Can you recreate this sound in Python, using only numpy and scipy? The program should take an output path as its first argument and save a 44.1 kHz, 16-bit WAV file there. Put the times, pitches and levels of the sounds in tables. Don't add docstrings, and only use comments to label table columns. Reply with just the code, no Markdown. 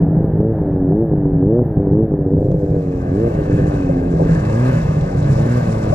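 import sys
import numpy as np
from scipy import signal
from scipy.fft import rfft, irfft
from scipy.io import wavfile
from scipy.ndimage import uniform_filter1d

SR = 44100
rng = np.random.default_rng(int(sys.argv[2]) if len(sys.argv) > 2 else 0)


def unload_audio(sound):
    columns = np.transpose(np.atleast_2d(sound))
    steps = np.round(np.clip(columns, -1, 1) * 32767)
    wavfile.write(sys.argv[1], SR, steps.astype(np.int16))


def amplitude_ratio(level_db):
    exponent = np.asarray(level_db, float) / 20
    return 10 ** exponent


N = 261954

# (time [s], thump level [dB], crack level [dB])
HARD_POPS = [(.005, -16.5, -16.5), (0.035, -11.5, -20), (0.12, -16, -20), (0.167, -9, -29),
             (0.197, -14.5, -31.5), (.207, -20.5, -13), (.244, -19.5, -11.5), (.337, -10, -13.5),
             (0.356, -13.5, -10.5), (0.404, -9.5, -6.5), (0.488, -16.5, -19.5), (0.522, -12.5, -15),
             (0.617, -16.5, -13), (.71, -9, -16), (0.844, -21.5, -29.5), (.89, -9, -17), (0.902, -9, -16.5),
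             (0.955, -21, -19.5), (1.025, -12, -17), (1.116, -7, -10), (1.136, -13.5, -5.5),
             (1.177, -8, -23), (1.257, -12, -12), (1.332, -8, -17), (1.362, -8, -34), (1.428, -8.5, -10.5),
             (1.468, -8, -17), (1.526, -13.5, -12.5), (1.593, -16, -14.5), (1.618, -12, -6),
             (1.659, -25, -19.5), (1.772, -9.5, -4.5), (1.801, -14.5, -9), (1.872, -22, -7.5),
             (1.913, -5, -16.5), (1.924, -6, -8), (1.973, -11, -12.5), (2.028, -5.5, -15),
             (2.12, -9, -10.5), (2.14, -15.5, -7), (2.191, -30, -9), (2.211, -9, -17), (2.264, -15, -10.5),
             (2.317, -18, -10.5), (2.337, -26, -7), (2.349, -12, -7.5), (2.379, -8, -7), (2.39, -9, -13.5),
             (2.419, -22, -8), (2.447, -8, -13), (2.457, -10.5, -10.5), (2.487, -6.5, -8.5),
             (2.516, -5.5, -15), (2.544, -4.5, -7), (2.633, -22, -12.5), (2.643, -12, -15),
             (2.736, -12, -13.5), (2.766, -12, -11.5), (2.885, -17, -14.5), (3.118, -16, -13.5),
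             (3.172, -22.5, -17), (3.246, -10.5, -13.5), (3.276, -15.5, -11.5), (3.39, -14.5, -11),
             (3.419, -12.5, -19), (3.499, -13.5, -12), (3.53, -8.5, -8.5), (3.54, -3, -13.5),
             (3.59, -24.5, -14), (3.598, -16.5, -12.5), (3.612, -15.5, -10), (3.641, -9, -11.5),
             (3.741, -13.5, -12.5), (3.832, -19.5, -21.5), (3.869, -23, -16), (3.9, -13, -18.5),
             (3.97, -22.5, -13.5), (4.017, -16.5, -15.5), (4.037, -17.5, -19.5), (4.063, -9.5, -28.5),
             (4.082, -14.5, -23), (4.14, -7.5, -11), (4.153, -12.5, -12.5), (4.208, -13.5, -12.5),
             (4.22, -13, -5.5), (4.261, -9, -8), (4.294, -8.5, -7), (4.317, -15, -19), (4.359, -15, -24),
             (4.468, -8, -30.5), (4.581, -22, -25.5), (4.66, -20, -22.5), (4.691, -10.5, -12),
             (4.738, -9.5, -19), (4.764, -14.5, -19), (4.853, -8, -16), (4.89, -6, -22), (4.97, -9, -18.5),
             (5.021, -9.5, -25), (5.15, -4.5, -15), (5.193, -8, -27.5), (5.225, -10.5, -25.5),
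             (5.251, -6.5, -26), (5.277, -15, -38), (5.301, -5, -36), (5.332, -8, -15), (5.36, -8.5, -25),
             (5.394, -9.5, -22.5), (5.43, -11, -19.5), (5.466, -30, -12), (5.624, -10.5, -26),
             (5.684, -7.5, -19), (5.766, -13, -17.5), (5.847, -9, -20), (5.875, -11.5, -17),
             (5.903, -5.5, -14)]
# (multiple of the pipe pitch, level [dB], t60 [s])
PIPE_MODES = [(1, 0, 0.19), (.85, -10, 0.12), (.475, -19.5, 0.13)]
# (frequency [Hz], level [dB], t60 [s])
OUTLET_MODES = [(285, 1.5, 0.037), (390, 0, 0.04), (469, -9.5, 0.062)]
# (time [s], level [dB rms])
PIPE_DRONE = [(0, -12.5), (.25, -18), (.5, -28), (2.2, -26.5), (2.8, -23), (3, -36.5), (3.8, -38),
              (3.95, -22.5), (4.38, -14.5), (4.45, -33.5), (5.1, -25), (5.2, -17), (5.8, -30.5),
              (5.94, -23)]
# (time [s], pitch [Hz])
PIPE_PITCH = [(0, 161.4), (.3, 159.5), (2.2, 153.8), (2.8, 161), (3.8, 157.8), (3.95, 166.7), (4.35, 161.2),
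              (4.44, 134), (4.7, 141.2), (4.77, 161.5), (4.95, 149.5), (5.17, 161.2), (5.25, 140.6),
              (5.45, 143.4), (5.7, 160), (5.8, 146.3), (5.94, 143)]
# (frequency [Hz], level [dB])
PORT_FALL = [(500, -8.5), (600, -11), (750, -22), (950, -30)]
PUMPING_HARMONICS = [(-36.5, -40, -24, -28.5, -20.5), (-42, -26, -19, -25.5, -32),
                     (-27, -25, -29.5, -35, -37)]
FIRING_HARMONICS = [(-20, -25, -23, -21, -24), (-15, -18.5, -24, -18.5, -26), (-15.5, -23, -33, -33, -35)]
# (time [s], pulse colour [0 edgy, 1 full, 2 dull], level of the pumping [dB])
HEAD_MOVES = [(0, 1.22, -2), (.2, 1.15, -7), (.6, 1.1, 1), (1.35, 0.86, 2.5), (1.75, 1.33, 2.5),
              (2.2, 0.72, 0.8), (2.4, 0.041, -2.5), (2.75, 0.11, -2.5), (2.9, 0.39, -0.5),
              (3.1, 0.98, -3.5), (3.35, 0.69, 1.5), (3.5, 0.7, -3.5), (3.9, 1.1, 1.5), (4.12, 0.71, 0),
              (4.2, 0.65, -7), (4.35, 0.7, -9.5), (4.42, 2.2, -0.5), (5.0, 1.76, -0.5), (5.4, 1.86, -0.4),
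              (5.94, 2.2, -4)]
# (starts to open [s], starts to shut [s], pull above idle [strokes/s])
THROTTLE = [(.073, .295, 20.6), (.382, .491, 27.5), (.887, 1.025, 38.1), (1.428, 1.595, 52.2),
            (1.734, 1.85, 6.4), (1.896, 2.03, 35.7), (2.267, 2.512, 15.3), (2.339, 2.776, 6),
            (3.11, 3.257, 48.3), (3.461, 3.663, 13.1), (4.173, 4.366, 22.3), (4.404, 4.527, 23.3),
            (4.522, 4.67, 53.5), (4.665, 4.778, 23.5), (5.185, 5.387, 30.9), (5.4, 5.47, 37.4),
            (5.47, 5.576, 37.4), (5.618, 5.898, 13.5)]
STEADY_FIRING = [0.064, 0.48, 0.25, 0.61, 0.026, 0.41, 0.053, 0.14, 0.51, 0.073, 0.085, 0.04, 0.84, 0.46,
                 0.14, 0.26, 0.9, 0.43]
UNEVEN_FIRING = [0.42, 0.33, 0.13, 0.058, 0.17, 0.31, 0.37, 0.3, 0.12, 0.29, 0.41, 0.17, 0.22, 0.37, 0.27,
                 0.4, .35, .3]
# (time [s], speed [strokes/s])
IDLE_SPEED = [(0, 95), (2.3, 87.8), (3.1, 87.8), (3.5, 90.2), (4.15, 87), (5.94, 91.4)]
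# (frequency [Hz], relative level [dB per Hz])
ROAR_SPECTRUM = [(20, -24), (35, -7), (60, -7.5), (110, -4.5), (160, -2.5), (220, -13), (400, -17),
                 (620, -19), (800, -23.5), (1100, -39.5), (1450, -44), (1700, -40.5), (2000, -53),
                 (2300, -60), (4000, -72.5), (9000, -93.5)]
# (time [s], level [dB])
ROAR_LEVEL = [(0, -18.5), (.6, -18.5), (1.2, -21), (1.8, -20), (2.2, -22), (2.5, -21.5), (2.78, -18),
              (2.82, -21.5), (3.1, -17.5), (3.4, -16.5), (4.2, -18), (5, -19), (5.94, -18)]
# (time [s], level at the middle speed [dB], panels above it [dB], hiss below it [dB])
CLATTER_LEVEL = [(0, -80.5, 6, 11.5), (2.12, -85.5, 5.5, 11.5), (2.28, -58, 6, 11), (2.5, -53.5, 9, 10),
                 (2.78, -42, 5.5, 14), (3.05, -37, 4, 18.5), (3.2, -36, 4.5, 17), (3.78, -33, 7, 16),
                 (4.07, -37, 8, 16.5), (4.22, -34, 1.5, 15.5), (4.3, -29.5, 4, 16),
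                 (4.55, -29.5, 2.5, 17.5), (4.75, -30.5, 2.5, 14.5), (4.95, -31.5, 4, 16),
                 (5.25, -30.5, 3, 14.5), (5.94, -30.5, 3.5, 14.5)]
# (frequency [Hz], relative level [dB per Hz])
CLATTER_SPECTRUM = [(300, -16.5), (550, 15.5), (800, 3.5), (1200, 7.5), (1420, -11), (1700, -7.5),
                    (2000, -7), (2900, -19), (3500, -47.5)]
# (frequency [Hz], level [dB], t60 [s])
HOOD_PANELS = [(1575, -7.5, 0.04), (1710, -8.5, 0.03), (2140, -20, 0.035), (2550, -15, 0.022)]
# (frequency [Hz], relative level [dB per Hz])
HISS_SPECTRUM = [(2300, -30), (3000, -5), (3950, 1.5), (4600, 0), (5600, 4.5), (6400, -0.5), (7100, 2),
                 (8000, -3.5), (9350, -6.5), (11000, -13), (14000, -33), (15500, -42.5)]
# (time [s], level against the hiss [dB])
TICK_TREBLE = [(2.515, 8.5), (4.251, -2), (4.35, 0.5), (4.451, 5.5), (4.528, 1.5), (4.6, 0), (4.69, 0),
               (4.73, -0.5), (4.828, -3), (5.012, 5), (5.228, -1.5)]
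# (time [s], level at the middle speed [dB])
THIN_LEVEL = [(0, -62), (1.6, -66), (2.3, -65.5), (3.4, -63.5), (4.3, -63.5), (5.0, -64), (5.94, -61.5)]
# (frequency [Hz], relative level [dB per Hz])
THIN_SPECTRUM = [(10600, -48.5), (11300, -7), (12000, 10.5), (13000, -2.5), (14000, -2), (15200, -17.5)]
# (time [s], level before the band filter [dB])
TICKS = [(0.2478, -52.5), (1.7649, -57), (1.7995, -69.5), (1.8693, -53.5), (1.876, -57), (1.9105, -55),
         (1.919, -55.5), (1.927, -56.5), (2.38, -53), (2.4466, -49.5), (2.5152, -41.5), (3.0445, -47.5),
         (3.6006, -49), (4.2512, -40), (4.4513, -29), (4.5277, -35), (5.01, -29), (5.2285, -38.5)]
# (time [s], level [dB], pitch [Hz], rough tail level [dB])
KNOCKS = [(0.922, -19.5, 700, -37), (2.519, -12, 521.5, -23.5), (3.894, -11.5, 554, -17.5),
          (4.194, -12.5, 553, -3), (5.085, -20.5, 532, -23.5), (5.925, -8.5, 605, -15)]
# (time [s], stereo share [0-1])
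STEREO_BLEND = [(0, 0), (2.16, 0.01), (2.5, 0.26), (3.3, 0.7), (4.3, 0.8), (5.94, .95)]
# (frequency [Hz], left level [dB], right level [dB], lag of left behind right [rad])
PORT_RESPONSE = [(300, -1.5, -0.63, .05), (370, -4.5, -0.7, 0.075), (560, 5, 0.5, 1.84),
                 (810, 5, -13.5, 3.8), (1280, 1, -1, 4.53), (2200, 2, 2.5, 4.55), (3970, -6.5, 1.5, 4.82),
                 (4600, -23, 2.5, 4), (5170, -37.5, -0.5, 2.4), (7460, -62, 1.5, 5.2)]

MIDDLE_SPEED = 105
LEVER_S, FLYWHEEL_S = .02, .15
CLUTCH_S, FIRING_LEAD_S = .05, .002
FIRING_LINGER_S = 0.022
UNEVEN_PUMPING = 0.15
KEEP_STEP_S = .06
PEAK_STROKES = .06
SLOWING_DB = 0.06
FIRING_DB_PER_SPEED = 0.04
CLATTER_DB_PER_SPEED, HISS_DB_PER_SPEED, THIN_DB_PER_SPEED = 0.15, 0.0852, 0.25
WEAK_SHARE = .007
WEAK_THUMP_DB, WEAK_CRACK_DB, WEAK_SPREAD_DB = -13, -14, 4
DRONE_T60_S = .3
MUFFLE_HZ = 830
ROAR_UNDER_FIRING_DB = -4
RASP_HZ, RASP_THROB = 1100, .2
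HOOD_WANDER, HOOD_FLICKER_DB = .02, 2.5
HISS_FLICKER_DB = 1.2
SPITS_PER_S, SPITS_DB = 150, -10.5
TICK_TREBLE_S = 0.0027
OWN_CLATTER_DB = -7.5
KNOCK_T60_S, SCUFF_S = 0.085, 0.032
CEILING, KNEE = .84, 8


def rms_one(x):
    return x / np.sqrt(np.mean(x ** 2) + 1e-20)


def in_time(rows):
    s, *columns = np.transpose(rows)
    return [np.interp(np.arange(N) / SR, s, c) for c in columns]


def in_pitch(rows, size=N):
    hz, *columns = np.transpose(rows)
    log_bins = np.log(np.fft.rfftfreq(size, 1 / SR) + 1)
    return [np.interp(log_bins, np.log(hz), c) for c in columns]


def colour(x, spectrum):
    return rms_one(irfft(rfft(x) * amplitude_ratio(in_pitch(spectrum)[0]), N))


def noise():
    return rng.standard_normal(N)


def drift(rate_hz):
    r = np.exp(-2 * np.pi * rate_hz / SR)
    return rms_one(signal.lfilter([1], [1, -2 * r, r * r], rng.standard_normal(N + SR))[SR:])


def clicks_at(events):
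    out = np.zeros(N)
    at = [min(round(s * SR), N - 1) for s, db in events]
    out[at] = amplitude_ratio(np.array(events)[:, 1])
    return out


def ring(clicks, modes):
    out = 0
    for hz, level_db, t60 in modes:
        r, w = amplitude_ratio(-60 / (t60 * SR)), 2 * np.pi * hz / SR
        feedback = [1, -2 * r * np.cos(w), r * r]
        out = out + signal.lfilter([0, amplitude_ratio(level_db) * np.sin(w)], feedback, clicks + 1e-18)
    return out


def ring_moving(clicks, hz, t60):
    turn = np.exp(2j * np.pi * np.cumsum(hz) / SR)
    return np.imag(turn * signal.lfilter([1], [1, -amplitude_ratio(-60 / (t60 * SR))], clicks / turn + 1e-18))


def steep(x, order, hz, kind="low"):
    return signal.sosfilt(signal.butter(order, hz, kind, fs=SR, output="sos"), x)


def thin_hiss(throb, per_s):
    level_db = in_time(THIN_LEVEL)[0] + THIN_DB_PER_SPEED * (per_s - MIDDLE_SPEED) + 1.1 * drift(20)
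    return amplitude_ratio(level_db) * colour(throb * noise(), THIN_SPECTRUM)


def handling():
    burst = np.exp(-np.arange(round(.04 * SR)) / (.006 * SR))
    ticks = np.convolve(clicks_at(TICKS), burst)[:N] * noise()
    ticks = steep(ticks, 2, [1300, 4600], "band")
    knocks = sum(ring(clicks_at([(s, db)]), [(hz, 0, KNOCK_T60_S)]) for s, db, hz, tail_db in KNOCKS)
    tail = np.exp(-np.arange(round(.2 * SR)) / (SCUFF_S * SR))
    scuff = signal.fftconvolve(clicks_at(np.array(KNOCKS)[:, ::3]), tail)[:N] * noise()
    scuff = steep(scuff, 4, [350, 900], "band")
    return ticks + steep(knocks, 4, 1800) + scuff


def roar(throb, strokes, firing):
    rumble = colour(throb * noise(), ROAR_SPECTRUM)
    rasp = steep(rumble, 4, RASP_HZ, "high")
    rumble = rumble + rasp * RASP_THROB * np.cos(2 * np.pi * (strokes - PEAK_STROKES))
    return amplitude_ratio(in_time(ROAR_LEVEL)[0] + ROAR_UNDER_FIRING_DB * firing + 0.39 * drift(4.1)) * rumble


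def hood_panels(throb):
    shake = throb * noise() / np.sqrt(.01 * SR)
    panels = 0
    for hz, db, t60 in HOOD_PANELS:
        flicker = amplitude_ratio(db + HOOD_FLICKER_DB * drift(3.4))
        panels = panels + flicker * ring_moving(shake, hz * (1 + HOOD_WANDER * drift(3)), t60)
    return panels


def bright_hiss(throb):
    spits = rms_one((rng.random(N) < SPITS_PER_S / SR) * noise())
    tick_decay = np.exp(-1 / (TICK_TREBLE_S * SR))
    tick_gain = 1 + signal.lfilter([1], [1, -tick_decay], clicks_at(TICK_TREBLE))
    hiss = colour(tick_gain * throb * noise() + amplitude_ratio(SPITS_DB) * spits, HISS_SPECTRUM)
    lower = [steep(hiss, 4, cut_hz) for cut_hz in (4200, 6400, 8500)]
    bands = np.diff([0 * hiss, *lower, hiss], axis=0)
    return sum(amplitude_ratio(HISS_FLICKER_DB * drift(21)) * band for band in bands)


def clatter(throb, per_s):
    level_db, panels_db, below_db = in_time(CLATTER_LEVEL)
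    level_db = level_db + 0.42 * drift(24)
    above_middle = per_s - MIDDLE_SPEED
    rough = colour(throb * noise(), CLATTER_SPECTRUM)
    body = rough + amplitude_ratio(panels_db) * hood_panels(throb)
    hiss_db = level_db - below_db + HISS_DB_PER_SPEED * above_middle + 0.21 * drift(10)
    return amplitude_ratio(level_db + CLATTER_DB_PER_SPEED * above_middle) * body + amplitude_ratio(hiss_db) * bright_hiss(throb)


def crank():
    t = np.arange(N) / SR
    levers = [np.clip((t - a) / LEVER_S, 0, 1) * np.clip((b - t) / LEVER_S + 1, 0, 1) for a, b, pull in THROTTLE]
    pull = np.array(THROTTLE)[:, 2] @ levers
    pull = uniform_filter1d(pull, size=round(CLUTCH_S * SR))
    r = np.exp(-1 / (FLYWHEEL_S * SR))
    per_s = in_time(IDLE_SPEED)[0] + signal.lfilter([1 - r], [1, -r], pull)
    steady = np.clip(STEADY_FIRING, 0, 1) @ levers
    firing = np.maximum(np.interp(t + FIRING_LEAD_S, t, steady), np.interp(t - FIRING_LINGER_S, t, steady))
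    uneven = np.clip(UNEVEN_PUMPING + (np.array(UNEVEN_FIRING) - UNEVEN_PUMPING) @ levers, -1, 1)
    return per_s, np.gradient(per_s) * SR, np.minimum(firing, 1), uneven


def stroke_count(per_s):
    strokes = np.cumsum(per_s) / SR
    r = np.exp(-1 / (KEEP_STEP_S * SR))
    offsets = clicks_at(np.array(HARD_POPS)[:, ::2]) * np.exp(2j * np.pi * (PEAK_STROKES - strokes))
    near = signal.lfilter([1], [1, -r], offsets) + signal.lfilter([1], [1, -r], offsets[::-1])[::-1]
    angle = uniform_filter1d(np.unwrap(np.angle(near)), size=round(2 * KEEP_STEP_S * SR))
    return strokes + angle / (2 * np.pi)


def stroke_pulses(strokes, per_s, change, firing, uneven):
    tone, head_db = in_time(HEAD_MOVES)
    levels = []
    for pumped, fired in zip(np.transpose(PUMPING_HARMONICS), np.transpose(FIRING_HARMONICS)):
        pumped_db = head_db + np.interp(tone, range(3), pumped) + SLOWING_DB * np.minimum(change, 0)
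        fired_db = np.interp(tone, range(3), fired) + FIRING_DB_PER_SPEED * (per_s - MIDDLE_SPEED)
        levels.append(amplitude_ratio(pumped_db) + firing * amplitude_ratio(fired_db))
    hz, fall_db = np.transpose(PORT_FALL)
    fifth = levels[-1]
    levels += [fifth * amplitude_ratio(np.interp(k * per_s, hz, fall_db)) for k in range(6, 9)]
    waver = 1 - .6 * firing
    pulses = 0
    for k, level in enumerate(levels, start=1):
        phase = 2 * np.pi * k * strokes + .6 - .35 * k + .1 * waver * drift(14)
        pulses = pulses + np.sqrt(2) * level * amplitude_ratio(1.6 * waver * drift(8)) * np.cos(phase)
    return pulses * (1 + uneven * np.cos(np.pi * (strokes - PEAK_STROKES)))


def pops(strokes, firing):
    s, thump_db, crack_db = np.transpose(HARD_POPS)
    s = s - .0016
    at = np.flatnonzero(np.diff(np.floor(strokes)))
    luck = rng.standard_normal((len(at), 2))
    weak = rng.random(len(at)) < WEAK_SHARE * (1 - firing[at])
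    s = np.r_[s, at[weak] / SR]
    thump_db = np.r_[thump_db, WEAK_THUMP_DB + WEAK_SPREAD_DB * luck[weak, 0]]
    crack_db = np.r_[crack_db, WEAK_CRACK_DB + WEAK_SPREAD_DB * luck[weak, 1]]
    pipe_hz, = in_time(PIPE_PITCH)
    catches = clicks_at(np.c_[s, thump_db])
    thumps = sum(amplitude_ratio(db) * ring_moving(catches, multiple * pipe_hz, t60) for multiple, db, t60 in PIPE_MODES)
    cracks = ring(clicks_at(np.c_[s, crack_db]), OUTLET_MODES)
    drone = amplitude_ratio(in_time(PIPE_DRONE)[0]) * rms_one(ring_moving(noise(), pipe_hz, DRONE_T60_S))
    return steep(drone + thumps + cracks, 4, 580)


def exhaust(strokes, per_s, change, firing, uneven):
    pressure = stroke_pulses(strokes, per_s, change, firing, uneven) + pops(strokes, firing)
    rounded = 0.92 * np.tanh(pressure / 0.89)
    return signal.sosfiltfilt(signal.butter(3, MUFFLE_HZ, fs=SR, output="sos"), rounded)


def scene():
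    per_s, change, firing, uneven = crank()
    strokes = stroke_count(per_s)
    throb = 1 + 0.076 * np.cos(2 * np.pi * strokes)
    mono = roar(throb, strokes, firing) + handling() + exhaust(strokes, per_s, change, firing, uneven)
    share, = np.clip(in_time(STEREO_BLEND), 0, 1)
    left_db, right_db, lag = in_pitch(PORT_RESPONSE, size=2 * N)
    heard = rfft(share * mono + clatter(throb, per_s), 2 * N)
    left = irfft(heard * amplitude_ratio(left_db) * np.exp(-1j * lag / 2))[:N]
    heard = heard + amplitude_ratio(OWN_CLATTER_DB) * rfft(clatter(throb, per_s), 2 * N)
    right = irfft(heard * amplitude_ratio(right_db) * np.exp(1j * lag / 2))[:N]
    return (1 - share) * mono + np.array([left + thin_hiss(throb, per_s), right])


def roll_off(x):
    return signal.sosfilt(signal.butter(12, 14650, fs=SR, output="sos"), x)


def record(dry):
    level = 0.86 * steep(dry, 2, 18, "high")
    limited = level / (1 + np.abs(level / CEILING) ** KNEE) ** (1 / KNEE)
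    ease = np.sin(np.pi / 2 * np.minimum(np.arange(N) / (.006 * SR), 1)) ** 2
    return roll_off(ease * limited)


dry = scene()
out = record(dry)
unload_audio(out)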